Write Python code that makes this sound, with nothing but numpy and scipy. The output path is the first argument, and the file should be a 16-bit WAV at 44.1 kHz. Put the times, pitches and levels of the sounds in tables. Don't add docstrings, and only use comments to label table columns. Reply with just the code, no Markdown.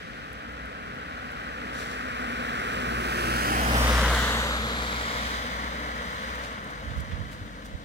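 import sys
import numpy as np
from scipy import signal
from scipy.fft import rfft, irfft
from scipy.io import wavfile
from scipy.ndimage import map_coordinates

SR = 44100
rng = np.random.default_rng(int(sys.argv[2]) if len(sys.argv) > 2 else 0)


def dump_mix(stems):
    frames = np.atleast_2d(stems).T
    limited = np.clip(frames, -1, 1)
    pcm = np.round(limited * 32767).astype(np.int16)
    wavfile.write(sys.argv[1], SR, pcm)


N = 345920
TIME = np.arange(N) / SR
EDGES_HZ = 25 * 2 ** (np.arange(29) / 3)
BLOCK, SWEEP_BLOCK = 32, 256
CUTOFF_HZ = 15800

PART_HZ = [240, 1200, 4000, 10000]
# [f/Hz, level/dB per Hz]
TYRE_COLOUR = [(25, -66), (52, -22), (100, -26), (160, -24.5), (250, -21.5), (360, -38), (480, -28.2),
               (830, -32), (1350, -29.5), (2300, -33), (3300, -34.5), (5000, -37), (8500, -36.5),
               (15000, -41.5)]
# [t/s, lag/ms]
BEARING = [(0, 0.49), (2.85, .51), (3.3, .485), (3.55, 0.43), (3.75, 0.3), (3.95, .076), (4.3, -0.134),
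           (5.4, -0.33), (7.84, -0.36)]
# [f/Hz, level/dB]
DIRECT = [(60, 26), (250, 23), (500, 12), (1100, 12.5), (2700, 5), (5000, 2.5), (9000, 0), (14000, -5)]
# [t/s, level/dB]
DIRECT_CHANGE = [(0, -4), (1.2, -4), (2.2, -0.5), (3.2, 1.5), (4.2, -1.5), (5.6, -4), (7.84, -5)]
# [t/s, half length/s, level/dB]
ROAR_SWELLS = [(4.06, 0.39, 2.8), (4.72, 0.3, -2), (6.48, .17, .5)]
# [t/s, half length/s, level/dB]
WET_STRETCHES = [(0, 0.38, 4.3), (2.92, .15, -1.3), (3.38, .22, 1.8), (3.86, .13, 1.7), (4.24, .13, 1),
                 (4.62, .17, -2.2), (5.28, 0.24, 3.6), (6.28, 0.29, 4), (6.6, 0.08, -2.2)]
# [t/s, half length/s, left-right level/dB]
HISS_LEAN = [(3.92, 0.17, 4.5)]
# [t/s, half length/s, left-right level/dB]
SPRAY_LEAN = [(3.1, .5, -2.5)]
# [f/Hz, width/Hz, level/dB]
NOSE = [(313, 60, 0.5), (486, 59, 3.5), (583, 98, -2.5), (1210, 590, 0.5), (1720, 1050, 2.7),
        (5900, 2500, -1.5)]
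TAIL = [(372, 61, -4.5), (492, 54, 4), (820, 95, -1), (1150, 400, 1), (2080, 700, 3.4), (2520, 400, -1.5),
        (3400, 800, 0.5), (7400, 2600, 1)]
# [from f/Hz, to f/Hz, halfway t/s, glide/s, width/Hz, level/dB]
GROUND_DIP = [(970, 830, 4.8, .6, 410, -6.6)]
# [t/s, share 0-1]
GROUND_SHADE = [(0, 1), (2.6, .85), (3.3, .45), (3.8, 0), (4.5, .2), (5.5, .55), (6.5, .7), (7.84, .65)]
# [from f/Hz, to f/Hz, halfway t/s, glide/s, width/Hz, level/dB]
LEFT_SHADOW = [(2120, 2920, 4.45, .65, 900, -10.5), (2800, 5200, 4.65, .7, 900, 3),
               (3700, 6900, 4.45, .75, 1250, -8.5), (5000, 8400, 4.4, .7, 1400, 2.5),
               (6500, 10000, 4.15, .7, 1900, -4.7), (9200, 12000, 4.2, .5, 1900, 4.2)]
RIGHT_SHADOW = [(3750, 2350, 3.98, .39, 850, -6), (5400, 3800, 4.07, .45, 1000, 2.7),
                (8300, 5000, 3.9, .42, 1700, -9), (9000, 6500, 4.4, .45, 1100, 4),
                (10300, 7750, 4.5, .45, 1100, -8), (11300, 8750, 4.55, .4, 1000, 3.5),
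                (12600, 10500, 4.7, .5, 1300, -4.5)]
# [t/s, share 0-1]
LEFT_SHADE = [(2.5, 0), (3.2, 0.75), (4.1, 1), (4.6, 0.9), (5.3, 0.85), (6.2, .55), (7.84, .3)]
RIGHT_SHADE = [(0, 0.25), (3.3, 0.25), (3.7, .52), (4.15, 0.88), (4.6, 0.9), (5.6, .95), (7.84, 0.8)]
# [t/s, half length/s, level/dB]
RING_SWELLS = [(2.35, .65, 6.5)]
# [multiple of the firing rate, level/dB]
EXHAUST = [(2, -3), (3, -12.5), (4, -13.5), (7, -13.5)]
# [t/s, half length/s, firing tone level/dB, overtone level/dB]
HUM_SWELLS = [(.6, .1, 7, 6), (2.62, .16, -8, -2), (2.92, .13, 5, 7), (3.3, .1, 2, 7), (3.47, .06, -5, 5),
              (3.8, .11, 3.8, 0), (4.32, .1, -3, 0), (5.123, .06, -8, 1), (5.3, 0.12, 3, 3),
              (5.75, .25, 3.5, 0), (6.35, 0.087, 5, 2), (6.6, 0.12, -7, 3)]
# [t/s, level/dB, rise/s, decay/s]
SPLASHES = [(1.74, -52, .012, .02), (1.805, -44.5, 0.05, 0.13), (1.92, -53, .012, 0.035),
            (6.45, -48.5, .04, .04)]
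# [f/Hz, level/dB per Hz], as for every burst colour below; only the shape counts
SPLASH_COLOUR = [(1500, -9), (3500, 5.5), (7500, -1.5), (12000, -10), (16000, -21)]
# [t/s, level/dB, left-right level/dB]
TICKS = [(.331, -52, 7), (.524, -59, 0), (.659, -57.5, 0), (1.319, -55.5, 4), (3.068, -46, -2)]
# [f/Hz, level/dB per Hz]
TICK_COLOUR = [(3000, -20), (7000, -2), (10000, 0), (16000, -7)]
# [t/s, level/dB, rise/s, decay/s]
STEPS = [(6.355, -50, .006, .012), (6.644, -49, .002, .004), (6.706, -50, .003, .008),
         (6.985, -55, .018, .012), (7.005, -47.5, .006, .006), (7.333, -51, 0.022, 0.018),
         (7.661, -49, .013, .011)]
# [f/Hz, level/dB per Hz]
STEP_COLOUR = [(1000, -4), (3500, -1.5), (8000, -4), (16000, -13)]
# [t/s, level/dB, rise/s, decay/s]
SCUFFS = [(6.445, -43, .02, .035), (6.55, -46, .01, .012), (6.585, -44, .004, .008),
          (6.91, -46.5, .012, .018), (7.12, -44.5, .014, .022), (7.33, -49, .02, .014)]
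# [f/Hz, level/dB per Hz]
SCUFF_COLOUR = [(900, -16), (1900, 0), (3400, -6), (6000, -21), (10000, -36)]
# [t/s, level/dB, rise/s, decay/s, left-right level/dB]
PUFFS = [(6.93, -37.8, 0.09, 0.3, -9.5), (6.997, -36.5, 0.02, 0.021, -10), (7.14, -38, .015, 0.026, -17),
         (7.205, -33.5, .02, 0.031, -10), (7.415, -36.5, .012, 0.03, 1), (7.755, -36.5, 0.02, 0.011, -8)]
# [f/Hz, level/dB per Hz]
PUFF_COLOUR = [(25, -8), (50, 6), (80, 6.5), (190, -6), (300, -30), (600, -49)]
# [f/Hz, level/dB per Hz]
AIR_COLOUR = [(25, -30), (50, -1), (80, -7), (160, -12)]
AIR_DB = -53.8

# (loudest at t/s, level/dB there,
# time until the distance has grown by 3 dB/s, loss/dB per doubling of distance in front, and behind)
RUMBLE_PASS = (3.78, -32.5, 0.18, 3.5, 3)
ROAR_PASS = (3.52, -28.4, 1.54, 9.9, 6.1)
HISS_PASS = (4.2, -31.3, 0.69, 8.9, 9.5)
SPRAY_PASS = (3.8, -41.8, .51, 10.4, 9.2)
TONE_PASS = (4, -23.3, 0.1969, 7.3, 6.6)
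OVERTONE_PASS = (3.9, -32.7, .18, 6.5, 6.3)
CAVITY_PASS = (4, -41, 1.42, 10.5, 12)
LOW_WHOOSH_PASS = (3.5, -38.5, .5, 9, 18)
HIGH_WHOOSH_PASS = (3.75, -34, .4, 13, 9)
# (from f/Hz, to f/Hz, halfway t/s, glide/s)
LOW_WHOOSH = (425, 258, 3.2, .55)
HIGH_WHOOSH = (870, 470, 3.74, .29)

ABREAST_S, TURN_S = 3.77, 0.14
NEAR_S = 0.59
LIFT_OFF_S, RUN_DOWN_HZ, RUN_DOWN_S, ROAR_LOSS_DB_PER_S = 6.38, 12, .4, 6.8
FIRING_HZ, FIRING_SAG_HZ_PER_S = 61.15, .25
CAVITY_HZ, CAVITY_SAG_HZ_PER_S, DOPPLER_SHARE = 232.7, 3.2, .025
SPRAY_PAN_DB_PER_MS, HISS_LEFT_DB = 3.5, -.1
SPATTER_PER_S, SPATTER_DB, SPATTER_SPREAD_DB = 260, -15.5, 4.5
SPATTER_HZ = (8000, 15500)
TICK_RISE_S, TICK_DECAY_S = .003, .004


def tyres(axle_gap_s=0.19, droplet_db=2.0, roar_left_db=1.1):
    levels = tyre_levels()[:, ::BLOCK]
    lag_ms = in_time(BEARING)[0]
    nearness = from_db(2 * in_time(DIRECT_CHANGE)[0])
    hiss_left_db = HISS_LEFT_DB + swells(HISS_LEAN)
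    spray_left_db = -SPRAY_PAN_DB_PER_MS * lag_ms + swells(SPRAY_LEAN)
    pans = [roar_left_db, roar_left_db, hiss_left_db, spray_left_db]
    noises = rng.standard_normal((2, 4, N)) * droplets(droplet_db)
    direct, scattered = np.zeros((4, 2, N)), np.zeros((4, 2, N))
    for hz, band in bands(noises):
        weights = np.array([np.interp(np.log(hz), np.log(PART_HZ), part) for part in np.eye(len(PART_HZ))])
        gain = from_db(weights @ levels + at_hz(TYRE_COLOUR, hz))
        band *= np.repeat(gain, BLOCK)[:N]
        share = 1 - 1 / (1 + from_db(2 * at_hz(DIRECT, hz)) * nearness)
        main_part = weights.argmax()
        direct[main_part] += np.sqrt(share / 2) * band[:2]
        scattered[main_part] += np.sqrt(1 - share) * band[2:]
    lags = [np.interp(TIME + side * axle_gap_s / 2, TIME, lag_ms) for side in (1, -1)]
    straight = np.zeros((2, N))
    for k, lag in enumerate(lags):
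        axle = sum(pan((part, part), left_db) for part, left_db in zip(direct[:, k], pans))
        straight += arrive(axle, lag)
    return straight + sum(pan(yard, left_db) for yard, left_db in zip(scattered, pans))


def tyre_levels():
    wet = swells(WET_STRETCHES)
    roar = passing(*ROAR_PASS) + swells(ROAR_SWELLS) - ROAR_LOSS_DB_PER_S * coasting_s()
    return np.array([passing(*RUMBLE_PASS), roar, passing(*HISS_PASS) + wet, passing(*SPRAY_PASS) + wet])


def droplets(spread_db):
    clumps = from_db(spread_db * rng.standard_normal(N // 12 + 1))
    return rms_one(np.repeat(clumps, 12)[:N])


def turning(x):
    return glide(ringing(x, NOSE), ringing(x, TAIL), ABREAST_S, TURN_S)


def grazing(pair):
    return [shadowed(channel, GROUND_DIP, in_time(GROUND_SHADE)[0]) for channel in pair]


def housing(left, right):
    return np.array([shadowed(left, LEFT_SHADOW, in_time(LEFT_SHADE)[0]),
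                     shadowed(right, RIGHT_SHADOW, in_time(RIGHT_SHADE)[0], held_back=True)])


def spatter():
    sizes_db = SPATTER_SPREAD_DB * np.minimum(rng.exponential(1, N), 4)
    sizes = from_db(sizes_db) * rng.choice([-1, 1], N)
    clicks = sizes * (rng.random(N) < SPATTER_PER_S / SR) + 1e-18
    treble = signal.butter(2, SPATTER_HZ, "band", fs=SR, output="sos")
    clicks = rms_one(signal.sosfilt(treble, clicks))
    spray_db = tyre_levels()[-1]
    return arrive(clicks * from_db(SPATTER_DB + spray_db), in_time(BEARING)[0])


def cavity():
    past_s = TIME - ABREAST_S
    doppler = 1 - DOPPLER_SHARE * past_s / np.hypot(NEAR_S, past_s)
    hz = (CAVITY_HZ - CAVITY_SAG_HZ_PER_S * past_s) * doppler
    db = passing(*CAVITY_PASS) + swells(RING_SWELLS) - ROAR_LOSS_DB_PER_S * coasting_s()
    return resonance(hz, db, width_hz=14)


def whoosh():
    low = resonance(glide(*LOW_WHOOSH), passing(*LOW_WHOOSH_PASS), width_hz=48)
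    return low + resonance(glide(*HIGH_WHOOSH), passing(*HIGH_WHOOSH_PASS), width_hz=123)


def engine(wobble=0.00439, near_waver_db=0.0, far_waver_db=2.2, left_db=1.4):
    run_down_hz = RUN_DOWN_HZ * (1 - np.exp(-coasting_s() / RUN_DOWN_S))
    hz = FIRING_HZ - FIRING_SAG_HZ_PER_S * (TIME - ABREAST_S) - run_down_hz
    tone_db = passing(*TONE_PASS) + swells([(s, half_s, db) for s, half_s, db, _ in HUM_SWELLS])
    overtone_db = passing(*OVERTONE_PASS) + swells([(s, half_s, db) for s, half_s, _, db in HUM_SWELLS])
    phase = 2 * np.pi * np.cumsum(hz * (1 + wobble * drift(3.8))) / SR
    waver_db = np.interp(tone_db, [-50, -35], [far_waver_db, near_waver_db])
    hum = np.zeros(N)
    for k, db in [(1, tone_db)] + [(round(k), overtone_db + db) for k, db in EXHAUST]:
        level = from_db(db + waver_db * (drift(15.0) - 1 / 2))
        hum += level * np.sin(k * phase + rng.uniform(0, 2 * np.pi))
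    return pan(arrive(np.sqrt(2) * hum, in_time(BEARING)[0]), left_db)


def splashes():
    water = bursts(SPLASHES, SPLASH_COLOUR, alike=0.49, lag_ms=in_time(BEARING)[0])
    return water * droplets(spread_db=3.5)


def ticks():
    rows = [(s, db, TICK_RISE_S, TICK_DECAY_S, side) for s, db, side in TICKS]
    return bursts(rows, TICK_COLOUR, alike=.2)


def runner():
    slaps = bursts(STEPS, STEP_COLOUR, alike=.3) * droplets(spread_db=2.5)
    return slaps + bursts(SCUFFS, SCUFF_COLOUR, alike=.6)


def puffs():
    return bursts(PUFFS, PUFF_COLOUR, alike=0.49)


def far_hum(hz=296, level_db=-60, waver_db=4.0):
    return np.sqrt(2) * from_db(level_db + waver_db * drift(4.1)) * np.sin(2 * np.pi * hz * TIME)


def night_air():
    return from_db(AIR_DB) * np.array([coloured(AIR_COLOUR), coloured(AIR_COLOUR)])


def passing(s, db, near_s, front_db, behind_db):
    doublings = np.log2(np.hypot(1, (TIME - s) / near_s))
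    return db - np.where(TIME < s, front_db, behind_db) * doublings


def coasting_s():
    return np.maximum(TIME - LIFT_OFF_S, 0)


def swells(rows):
    return sum(db * np.exp(-((TIME - s) / half_s) ** 2) for s, half_s, db in rows)


def glide(start, end, halfway_s, glide_s):
    return start + (end - start) * (1 + np.tanh((TIME - halfway_s) / glide_s)) / 2


def resonance(hz, db, width_hz):
    phase = 2 * np.pi * np.cumsum(hz) / SR
    stirred = drift(width_hz) * np.cos(phase) + drift(width_hz) * np.sin(phase)
    return arrive(from_db(db) * stirred, in_time(BEARING)[0])


def ringing(x, rows):
    for hz, width_hz, db in rows:
        turn, loss, g = -2 * np.cos(2 * np.pi * hz / SR), np.tan(np.pi * width_hz / SR), from_db(db / 2)
        x = signal.lfilter([1 + loss * g, turn, 1 - loss * g], [1 + loss / g, turn, 1 - loss / g], x)
    return x


def shadowed(x, rows, shade, held_back=False):
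    for k, (from_hz, to_hz, halfway_s, glide_s, width_hz, db) in enumerate(rows):
        out, state, loss = np.zeros(N), np.zeros(2), np.tan(np.pi * width_hz / SR)
        full = from_db(db) * (-1 if held_back and k == 0 else 1)
        depths = loss * (1 + np.clip(shade[::SWEEP_BLOCK], 0, 1) * (full - 1))
        centre_hz = glide(from_hz, to_hz, halfway_s, glide_s)[::SWEEP_BLOCK]
        turns = -2 * np.cos(2 * np.pi * centre_hz / SR)
        for i, depth, turn in zip(range(0, N, SWEEP_BLOCK), depths, turns):
            block = slice(i, i + SWEEP_BLOCK)
            feed, back = [1 + depth, turn, 1 - depth], [1 + loss, turn, 1 - loss]
            out[block], state = signal.lfilter(feed, back, x[block], zi=state)
        x = out
    return x


def bursts(rows, colour, alike, lag_ms=0):
    alike = np.clip(alike, 0, 1)
    shared = arrive(coloured(colour), lag_ms)
    separate = np.array([coloured(colour), coloured(colour)])
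    noise = np.sqrt(alike) * shared + np.sqrt(1 - alike) * separate
    out = np.zeros((2, N))
    for s, db, rise, decay, *side in rows:
        near = np.abs(TIME - s) < 1
        age = TIME[near] - s
        swell = np.exp(-np.minimum(np.where(age < 0, (age / rise) ** 2, age / decay), 20))
        out[:, near] += pan(noise[:, near] * swell * from_db(db), sum(side))
    return out


def arrive(x, lag_ms):
    half = lag_ms * SR / 2000
    pair = np.broadcast_to(x, (2, N))
    return np.array([map_coordinates(channel, [np.arange(N) + side * half], order=3, mode="nearest")
                     for channel, side in zip(pair, (-1, 1))])


def pan(x, left_db):
    g = from_db(left_db / 2)
    return np.array([x[0] * g, x[1] / g])


def bands(noises):
    for k, (low, high) in enumerate(zip(EDGES_HZ, EDGES_HZ[1:])):
        sos = signal.butter(2, [low, high], "band", fs=SR, output="sos")
        yield np.sqrt(low * high), signal.sosfilt(sos, noises[k % 2]) * np.sqrt(SR / 2)


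def coloured(colour):
    hz = np.maximum(np.fft.rfftfreq(N, 1 / SR), 1)
    outside = (hz < colour[0][0] / 2) | (hz > colour[-1][0] * 2)
    spectrum = rfft(rng.standard_normal(N)) * from_db(at_hz(colour, hz)) * ~outside
    return rms_one(irfft(spectrum, N))


def drift(rate):
    r = np.exp(-80 * np.pi * rate / SR)
    slow = signal.lfilter([1], [1, -2 * r, r * r], rng.standard_normal(N // 40 + 2002))
    slow = slow[2000:]
    return np.interp(np.arange(N) / 40, np.arange(len(slow)), rms_one(slow))


def in_time(rows):
    s, *columns = np.transpose(rows)
    return [np.interp(TIME, s, c) for c in columns]


def at_hz(points, hz):
    point_hz, db = np.transpose(points)
    return np.interp(np.log(hz), np.log(point_hz), db)


def from_db(db):
    return np.exp(np.asarray(db) * np.log(10) / 20)


def rms_one(x):
    return x / np.sqrt(np.mean(x ** 2) + 1e-20)


def scene():
    road_noise = housing(*grazing(turning(tyres())))
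    car = road_noise + spatter() + cavity() + whoosh() + engine()
    return car + splashes() + ticks() + runner() + puffs() + far_hum() + night_air()


def record(dry):
    return signal.sosfilt(signal.ellip(12, .1, 90, CUTOFF_HZ, fs=SR, output="sos"), dry)


dry = scene()
out = record(dry)
dump_mix(out)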